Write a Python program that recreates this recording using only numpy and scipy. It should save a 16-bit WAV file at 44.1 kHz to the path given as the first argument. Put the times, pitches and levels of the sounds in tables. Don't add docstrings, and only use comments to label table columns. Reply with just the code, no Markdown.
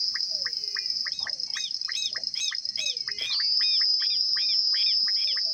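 import sys
import numpy as np
from scipy import signal
from scipy.fft import rfft, irfft
from scipy.io import wavfile
from scipy.ndimage import uniform_filter1d

SR = 44100
rng = np.random.default_rng(int(sys.argv[2]) if len(sys.argv) > 2 else 0)


def undo_db(level):
    steps = np.asarray(level, float) / 20
    return 10 ** steps


def to_wav(sig):
    pcm = np.clip(np.atleast_2d(sig), -1, 1) * 32767
    pcm = np.round(pcm).astype(np.int16)
    wavfile.write(sys.argv[1], SR, pcm.T)


N = 243873
TIME = np.arange(N) / SR

# start_s, rate_pulses_per_s, full_sac_hz, level_db
NEAR_TRILL_SLIPS = [(3.31, 219, 5050, -29), (3.345, 224, 5185, -27.5), (3.41, 216.5, 5020, -27),
                    (3.63, 217.3, 5033, -25), (3.865, 210, 5090, -24), (4.05, 214.8, 5110, -26),
                    (4.28, 215, 5144, -25.5), (4.42, 211, 5090, -26), (4.62, 210, 5150, -24),
                    (4.81, 208.7, 5060, -24.5), (5.0, 205, 5036, -25.5), (5.181, 206.5, 5120, -26),
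                    (5.42, 204.5, 5060, -28)]
CREEP_PER_S2, SLIP_S = 3.5, .03
SAC_SLACK_HZ, SAC_FILL_S = 1050, 0.1
# start_s, rate_pulses_per_s, sac_hz, level_db
FAR_TRILL_COURSE = [
    (0, 188.4, 5100, -25.5),
    (.12, 188, 5100, -34),
    (.39, 187.8, 5100, -33),
    (.5, 187.6, 5100, -39),
    (.75, 186.8, 5100, -38.5),
    (.93, 185.5, 5100, -32.5),
    (1.075, 184.7, 5100, -33.5),
]
# start_s, rate_pulses_per_s, sac_hz, level_db
FAINT_TRILL_COURSES = [
    [(0, 196.7, 4430, -46), (.6, 193.3, 4910, -63), (1.9, 188, 4680, -63)],
    [(1.7, 213.2, 4180, -81), (1.9, 221.5, 4230, -45), (2.1, 223.7, 4220, -53.5), (2.8, 221, 4230, -52),
     (3.3, 211, 4170, -74)],
]
# first_tick_s, gap_s, peak_db
QUICK_PAIRS = [(.2054, 0.026, -18.5), (.312, 0.038, -19), (.4209, 0.038, -19), (.5307, 0.038, -20),
               (.638, 0.04, -19.5), (.7482, 0.041, -19), (.8594, 0.042, -18), (.9682, 0.04, -20),
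               (1.0788, .0416, -19.5), (1.1912, 0.037, -18.5), (1.2965, 0.034, -19), (1.3997, .0345, -20),
               (1.502, 0.035, -20.5), (1.6053, 0.035, -20.5), (1.709, 0.035, -20), (1.8143, 0.035, -19),
               (1.919, .0325, -19.5), (2.0233, .0356, -19.5), (2.1296, 0.036, -19.5), (2.2358, 0.035, -19),
               (2.341, .0337, -18.5), (2.4446, 0.037, -20.5), (2.549, 0.034, -19), (2.6538, 0.036, -18),
               (2.7577, .0348, -18.5), (2.8634, 0.035, -18.5), (2.9686, 0.038, -18.5), (3.0777, .0381, -19),
               (3.1857, .0362, -21.5), (3.2948, 0.038, -22.5)]
# first_tick_s, gap_s, peak_db
SLOW_TICK_PAIRS = [(3.4082, .0378, -27), (3.5229, 0.049, -22), (3.65, .0405, -29), (3.7794, 0.034, -24),
                   (3.902, .0389, -22.5), (4.0301, .0383, -24.5), (4.1614, 0.048, -21),
                   (4.2914, .0426, -26), (4.4194, 0.039, -26), (4.545, 0.046, -25.5), (4.672, 0.052, -22),
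                   (4.8294, 0.033, -26), (4.9474, 0.022, -26.5), (5.2116, .0339, -22.5),
                   (5.4191, 0.032, -24)]
QUICK_SECOND_DB, SLOW_SECOND_DB = 0.6, 5.5
# start_s, peak_db
STRAY_TICKS = [(.0403, -19.5), (.0805, -18.5), (.1516, -20.5), (3.258, -32), (5.0294, -17),
               (5.3221, -19.5)]
# start_s, peak_db
LOWER_TICKS = [(0.1537, -24), (4.5144, -31), (4.6502, -20), (4.6694, -23.5), (5.007, -25), (5.1472, -15.5),
               (5.2864, -19.5), (5.3044, -29), (5.4144, -18)]
# start_s, voice_clears_s, pitch_drops_s, top_of_third_partial_hz, third_db
CRY_EVENTS = [(1.1, 1.135, 1.218, 3830, -42), (1.525, 1.568, 1.648, 3800, -33),
              (1.925, 1.968, 2.055, 3850, -30), (2.345, 2.405, 2.475, 3850, -29),
              (2.765, 2.81, 2.892, 3860, -30), (3.175, 3.268, 3.315, 3700, -31),
              (3.6, 3.636, 3.745, 3730, -35), (3.99, 4.104, 4.124, 3740, -35),
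              (4.37, 4.424, 4.507, 3700, -36), (4.748, 4.864, 4.888, 3700, -31),
              (5.155, 5.276, 5.29, 3620, -30)]
# hoarse_third_db, second_db, brightness_db
CRY_TIMBRES = [(-52.5, -56.5, 6.5), (-41.5, -43.5, 4.5), (-40.5, -40.5, 4), (-38.5, -38, 4.5),
               (-34.5, -34.5, -0.5), (-32.5, -35, -9.5), (-42, -40.5, -9.5), (-39.5, -44.5, -15),
               (-40.5, -41, -15.5), (-34.5, -36.5, -20), (-42.5, -40.5, -14)]
# multiple, level_db relative to the second
CRY_UPPER_PARTIALS = [(4, -20), (5, 2), (6, -15.5), (7, -26), (8, -42.5), (9, -30), (10, -41), (11, -43.5),
                      (12, -44)]
# after_start_s, third_hz, third_db, second_db
HOARSE_OPENING = [
    (0, 3100, -22, -18),
    (.02, 3220, -4, -10),
]
# before_clearing_s, third_hz, third_db, second_db
HOARSE_CLOSE = (.007, 3400, 0.1, -5)
# after_s, under_top_hz, third_db, second_db
CLEAR_VOICE = [
    (.004, 10, -3, 0.1),
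    (0, 10, -5, -3),
]
# after_drop_s, under_top_hz, third_db, second_db
PITCH_DROP = [
    (0, 90, 0.1, -4),
    (.018, 310, -1, -14),
    (.034, 680, -10, -30),
    (.066, 1220, -40, -62),
]
TIRED_S, TIRED_FALL = 3.9, 0.55
# start_s, length_s
VOICE_BREAKS = [(2.852, .006), (4.07, .033), (4.458, .031), (4.838, .025), (5.247, .028)]
BREAK_DB = -20
# start_s, peak_db
WHOOP_EVENTS = [(0.1477, -40.5), (0.4551, -40.5), (0.7588, -40), (1.058, -40.5), (1.2609, -40.5),
                (1.5604, -41), (1.884, -40.5), (2.151, -42), (2.516, -40.5), (3.0777, -41.5), (3.3918, -43),
                (3.6017, -43.5), (3.8056, -43.5), (4.0136, -45), (4.362, -42.5), (4.7355, -44.5),
                (5.073, -43.5), (5.3641, -43)]
# after_start_s, pitch_hz, level_db
WHOOP_SWEEP = [
    (-.006, 970, -9.5),
    (0, 1200, 2),
    (.005, 1300, -10.5),
    (.010, 1770, 17),
    (0.013, 1950, 12),
    (.019, 2210, -4),
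    (.023, 2200, -24.5),
]
# start_s, length_s, fall_already_past_s, first_partial_db, fifth_partial_db
WHINE_EVENTS = [(0, 0.055, 0.4, -64, -76.5), (0.293, 0.59, 0.0056, -56, -71),
                (1.045, 0.078, 0.063, -66, -66), (1.282, 0.37, 0.06, -61, -79),
                (1.872, 0.41, 0.15, -66.5, -83), (2.628, 0.089, 0.048, -61.5, -68),
                (2.773, 0.508, 0.022, -54, -64), (5.207, 0.2, 0.03, -59.5, -76.5),
                (5.447, .14, 0.0099, -50.5, -62)]
WHINE_TOP_HZ, WHINE_REST_HZ, WHINE_SINK_S = 679, 429.3, .165
WHINE_SAG_HZ_PER_S, WHINE_RELEASE_DB = 49, 16.5
CATCH_HZ, CATCH_WIDTH_HZ, CATCH_DB = 449, 19.2, 21
MOUTH_HZ, MOUTH_DB_PER_HZ = 456, 0.2151
# start_s, length_s, from_hz, to_hz, level_db
UPPER_WHINES = [(.85, .23, 398, 378, -60), (1.46, .09, 458, 433, -60), (1.83, .13, 505, 490, -61),
                (2.66, .12, 385, 380, -62), (3.33, .24, 462, 432, -57)]
# start_s, length_s, level_db, bubble_hz
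SPLASH_EVENTS = [(1.196, 0.085, -51.5, 837), (1.226, 0.056, -54.5, 1084), (1.246, 0.086, -54.5, 640),
                 (1.476, 0.088, -62, 836), (1.517, 0.026, -67, 625), (2.117, 0.083, -60, 605),
                 (2.174, 0.036, -49.5, 610), (3.21, 0.02, -45.5, 523), (3.201, 0.5, -57.5, 1940),
                 (3.297, 0.081, -51, 1110), (4.984, 0.075, -60, 223), (3.181, 0.13, -64.5, 102)]
# time_s, level_db
BACKGROUND_LEVEL = [
    (0, 0.4),
    (3.3, -4),
    (3.6, -7.5),
    (4.9, -8),
    (5.53, -3),
]
# frequency_hz, density_db_per_hz
CHORUS_SPECTRUM = [(3600, -60), (3950, -45.5), (4200, -14), (4800, -10.5), (5160, -1.5), (5700, -11.5),
                   (6400, -19), (6650, -40.5), (7200, -60.5)]
# frequency_hz, density_db_per_hz
RUMBLE_SPECTRUM = [(20, -5.5), (40, -18), (65, 0.5), (120, -0.5), (250, -1.5), (330, -10.5), (450, -24)]
# frequency_hz, density_db_per_hz
HISS_SPECTRUM = [(250, 7.5), (500, 8.5), (1300, 2.5), (2000, 11), (3500, 3), (6500, 8.5), (8000, 4.5),
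                 (9300, 1.5), (10000, -14), (14500, -24.5), (15300, -8.5), (16000, -22)]
CHORUS_DB, RUMBLE_DB, HISS_DB = -40, -63.5, -62
CHORUS_FOLLOWS, RUMBLE_FOLLOWS = 0.47, 0.68


def rms_one(x):
    return x / np.sqrt(np.mean(x ** 2) + 1e-20)


def span(rows):
    s, *columns = np.transpose(rows)
    part = slice(max(int(s[0] * SR), 0), min(int(s[-1] * SR), N))
    return part, [np.interp(TIME[part], s, column) for column in columns]


def fade(count, ramp_s):
    i = np.arange(count)
    return np.clip(np.minimum(i, count - i) / (ramp_s * SR), 0, 1)


def drift(rate_hz, count=N):
    rate_hz = min(rate_hz, 400)
    knots = rng.standard_normal(6 * 400 + 2)
    return 1.2 * np.interp(np.arange(count) / SR * rate_hz, np.arange(len(knots)), knots)


def phase_of(hz):
    return 2 * np.pi * np.cumsum(hz) / SR


def coloured(points):
    hz = np.fft.rfftfreq(N, 1 / SR) + 1
    at_hz, db = np.transpose(points)
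    gain = undo_db(np.interp(np.log(hz), np.log(at_hz), db, -120, -120))
    return rms_one(irfft(rfft(rng.standard_normal(N)) * gain, N))


def near_rows():
    s, per_s, full_hz, db = np.transpose(NEAR_TRILL_SLIPS)
    ends = np.append(s[1:] - SLIP_S, N / SR)
    t = np.arange(s[0], N / SR + .005, .005)
    crept = per_s + CREEP_PER_S2 * (ends - s)
    rate = np.interp(t, np.ravel([s, ends], "F"), np.ravel([per_s, crept], "F"))
    sac_hz = np.interp(t, s, full_hz) - SAC_SLACK_HZ * np.exp(-(t - s[0]) / SAC_FILL_S)
    return np.transpose([t, rate, sac_hz, np.interp(t, s, db)])


def trill(rows, width_hz, waver_db, skirt_db, overtone_db, ground):
    part, (per_s, sac_hz, level_db) = span(rows)
    count = len(per_s)
    every = np.arange(count)
    coarse = np.arange(0, count, 100)
    pulse = np.exp(1j * phase_of(per_s * (1 + 0.00061 * drift(60, count))))
    partial = pulse ** 12
    voice = 0
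    for k in range(13, 31):
        partial = partial * pulse
        hz = k * per_s[coarse]
        off = (hz - sac_hz[coarse]) / width_hz
        sac = np.exp(-off ** 2 / 2 + .45j * off ** 2 - .06j * off ** 3)
        sac += undo_db(skirt_db - 3.5 * np.abs(off)) * (off < 0) * np.exp(.9j * k * k)
        sac *= 1 + ground * np.exp(-2j * np.pi * hz * .002657)
        waver = undo_db(waver_db * drift(8.88, count))
        voice = voice + np.interp(every, coarse, sac) * waver * partial
    voice = voice / np.sqrt(uniform_filter1d(np.abs(voice) ** 2, size=2200) / 2)
    low = voice / pulse
    second_db, third_db = overtone_db
    tone = undo_db(level_db) * voice.real
    tone += undo_db(second_db) * (low * low).real
    tone += undo_db(third_db) * (voice * voice * voice).real
    out = np.zeros(N)
    out[part] = tone * fade(count, 0.0045)
    return out


def paired(rows, second_db):
    return [tick for s, gap, db in rows for tick in [(s, db), (s + gap, db + second_db)]]


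def ticks(rows, first_hz, trim_db):
    out = np.zeros(N + SR)
    t = np.arange(int(.03 * SR)) / SR
    shape = (1 - np.exp(-t / 0.00076)) ** 2 * undo_db(-60 * t / 0.028) * 1.797
    second = np.diff(np.array(rows)[:, 0], prepend=-1) < .05
    chances = rng.random((len(rows), 2))
    for (s, db), late, (beat, start) in zip(rows, second, chances):
        hz = first_hz + 60 * late
        upper_mode = np.sin(2 * np.pi * (hz + 190) * t + 6 * start)
        tone = np.sin(2 * np.pi * hz * t) + (0.23 * beat + 0.33 * late) * upper_mode
        tone += undo_db(-55.0) * np.sin(4 * np.pi * hz * t)
        tone += undo_db(-58.5) * np.sin(6 * np.pi * hz * t)
        tone += undo_db(-17.0) * np.sin(2 * np.pi * 0.857 * hz * t) * np.exp(-t / 0.0027)
        i = max(int((s - .0012) * SR), 0)
        out[i:i + len(t)] += undo_db(db + trim_db) * shape * tone
    return out[:N]


def cry_rows(start, clear, drop, top_hz, db, hoarse_db, second_db):
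    rows = [(start + s, hz, hoarse_db + a, second_db + b) for s, hz, a, b in HOARSE_OPENING]
    before_s, hz, a, b = HOARSE_CLOSE
    rows.append((clear - before_s, hz, hoarse_db + a, second_db + b))
    anchors = [clear, (clear + drop) / 2] + [drop] * len(PITCH_DROP)
    fall = TIRED_FALL if start > TIRED_S else 1
    for at, (s, under_hz, a, b) in zip(anchors, CLEAR_VOICE + PITCH_DROP):
        rows.append((at + s, top_hz - under_hz, db + a, second_db + b * fall))
    return rows


def cries():
    out = np.zeros(N)
    for row, (hoarse_db, low_db, bright_db) in zip(CRY_EVENTS, CRY_TIMBRES):
        start_s, clear_s = row[:2]
        part, (third_hz, third_db, second_db) = span(cry_rows(*row, hoarse_db, low_db))
        t, count = TIME[part], len(third_hz)
        hoarse = np.clip((clear_s - t) / 0.00067, 0, 1)
        pulses = np.sin(phase_of(150 + 30 * drift(60, count)))
        chop = 1 + hoarse * (.8 * pulses + .3 * drift(350, count)) + .12 * drift(150, count)
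        chop += 1.3 * hoarse * uniform_filter1d(rng.standard_normal(count), size=24)
        jitter = (.003 + .019 * hoarse) * drift(300, count)
        phase = phase_of(third_hz / 3 * (1 + jitter))
        push = np.interp(t, [start_s, start_s + .04, clear_s + .04], [-.03, .055, .075])
        lift = phase_of(third_hz * hoarse * push)
        voice = undo_db(third_db) * np.sin(3 * phase)
        voice += undo_db(second_db) * (np.sin(2 * phase + lift) + undo_db(-35.0) * np.sin(phase))
        for k, db in CRY_UPPER_PARTIALS:
            partial_db = second_db + db + bright_db - 3.7 * hoarse + 2.1 * drift(150, count)
            voice += undo_db(partial_db) * np.sin(k * phase)
        out[part] += np.sqrt(2) * voice * chop * fade(count, .008)
    for s, length in VOICE_BREAKS:
        corners = [s - .006, s, s + length - .004, s + length]
        out *= undo_db(np.interp(TIME, corners, [0, BREAK_DB, BREAK_DB, 0]))
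    return out


def whoops():
    out = np.zeros(N)
    variations = rng.normal(1, 0.028, (len(WHOOP_EVENTS), 2))
    for (s, db), (bend, stretch) in zip(WHOOP_EVENTS, variations):
        part, (hz, level_db) = span(np.array(WHOOP_SWEEP) * [stretch, bend, 1] + [s, 0, db])
        out[part] += undo_db(level_db + 1.0) * np.sin(phase_of(hz)) * fade(len(hz), 0.0045)
    return out


def upper_group(phase):
    group = 0
    for k, db in [(5, 0), (6, -3), (7, -11)]:
        group = group + undo_db(db + 6 * drift(18, len(phase))) * np.sin(k * phase)
    return group


def whines():
    out = np.zeros(N)
    for s, length, past, first_db, fifth_db in WHINE_EVENTS:
        part, (t,) = span([(s, 0), (s + length, length)])
        age = t + past
        hz = WHINE_REST_HZ - WHINE_SAG_HZ_PER_S * age
        hz += (WHINE_TOP_HZ - WHINE_REST_HZ) * np.exp(-(age / WHINE_SINK_S) ** 1.5)
        first_db = first_db - WHINE_RELEASE_DB * (t / length) ** 5
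        first_db = first_db - CATCH_DB * np.exp(-((hz - CATCH_HZ) / CATCH_WIDTH_HZ) ** 2)
        phase, count = phase_of(hz), len(hz)
        first = undo_db(first_db + 3 * drift(40, count)) * np.sin(phase + .5 * drift(70, count))
        upper = undo_db(fifth_db - MOUTH_DB_PER_HZ * (hz - MOUTH_HZ)) * upper_group(phase)
        out[part] += np.sqrt(2) * (first + upper) * fade(count, 0.026)
    for s, length, from_hz, to_hz, db in UPPER_WHINES:
        part, (hz, level_db) = span([(s, from_hz, db), (s + length, to_hz, db - 3)])
        count = len(hz)
        phase = phase_of(hz * (1 + .004 * drift(90, count)))
        out[part] += undo_db(level_db) * upper_group(phase) * fade(count, 0.019)
    return out


def splashes():
    out = np.zeros(N + SR)
    t = np.arange(int(.15 * SR)) / SR
    for s, length, db, hz in SPLASH_EVENTS:
        births = rng.random(len(t)) < 900 / SR
        born = rng.standard_normal(len(t)) * births * np.exp(-(t / length) ** 2)
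        bubble = np.sin(phase_of(hz * (1 + 1.9 * t))) * undo_db(-60 * t * hz / 14)
        bubble *= np.minimum(t * hz / 1.3, 1)
        swarm = signal.fftconvolve(born, bubble)[:len(t)]
        i = int(s * SR)
        out[i:i + len(t)] += undo_db(db) * rms_one(swarm) * np.sqrt(length / .15)
    return out[:N]


def scatter(x, level_db, t60, per_s):
    t = np.arange(int(.15 * SR)) / SR
    taps = rng.standard_normal(len(t)) * (rng.random(len(t)) < per_s / SR) * (t > .004)
    return undo_db(level_db) * signal.fftconvolve(x, taps * undo_db(-60 * t / t60))[:N]


def background():
    part, (background_db,) = span(BACKGROUND_LEVEL)
    count = len(background_db)
    chorus = coloured(CHORUS_SPECTRUM) * undo_db(2.5 * drift(150) + .8 * drift(25))
    rumble = coloured(RUMBLE_SPECTRUM) * undo_db(1.5 * drift(5.7) + 2.3 * drift(13))
    hiss = coloured(HISS_SPECTRUM)
    out = np.zeros(N)
    out[part] = undo_db(CHORUS_DB + CHORUS_FOLLOWS * background_db) * chorus[:count]
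    out[part] += undo_db(RUMBLE_DB + RUMBLE_FOLLOWS * background_db) * rumble[:count]
    out[part] += undo_db(HISS_DB + background_db) * hiss[:count]
    return out


def scene():
    near = trill(near_rows(), width_hz=215, waver_db=1.8, skirt_db=-21, overtone_db=(-115, -112), ground=0)
    far = trill(FAR_TRILL_COURSE, width_hz=277, waver_db=3.5, skirt_db=-30,
                overtone_db=(-79, -82), ground=0.55)
    for rows in FAINT_TRILL_COURSES:
        far += trill(rows, width_hz=94, waver_db=7.0, skirt_db=-42.5, overtone_db=(-120, -120), ground=.01)
    tick = ticks(paired(QUICK_PAIRS, QUICK_SECOND_DB), first_hz=5060, trim_db=0)
    tick += ticks(STRAY_TICKS, first_hz=5060, trim_db=1)
    tick += ticks(paired(SLOW_TICK_PAIRS, SLOW_SECOND_DB), first_hz=5100, trim_db=0.5)
    tick += ticks(LOWER_TICKS, first_hz=4720, trim_db=-5.5)
    cry = cries()
    whoop = whoops()
    mix = near + far + tick + cry + whoop + whines() + splashes() + background()
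    mix += scatter(near, -19.5, t60=0.24, per_s=900)
    mix += scatter(tick, -11.5, t60=0.07, per_s=730)
    mix += scatter(cry, -20.5, t60=0.18, per_s=800)
    mix += scatter(whoop, -8.5, t60=0.07, per_s=1100)
    return mix[None, :]


def roll_off(x):
    return signal.sosfilt(signal.butter(12, 15760, fs=SR, output="sos"), x)


def record(dry):
    return roll_off(dry)


dry = scene()
out = record(dry)
to_wav(out)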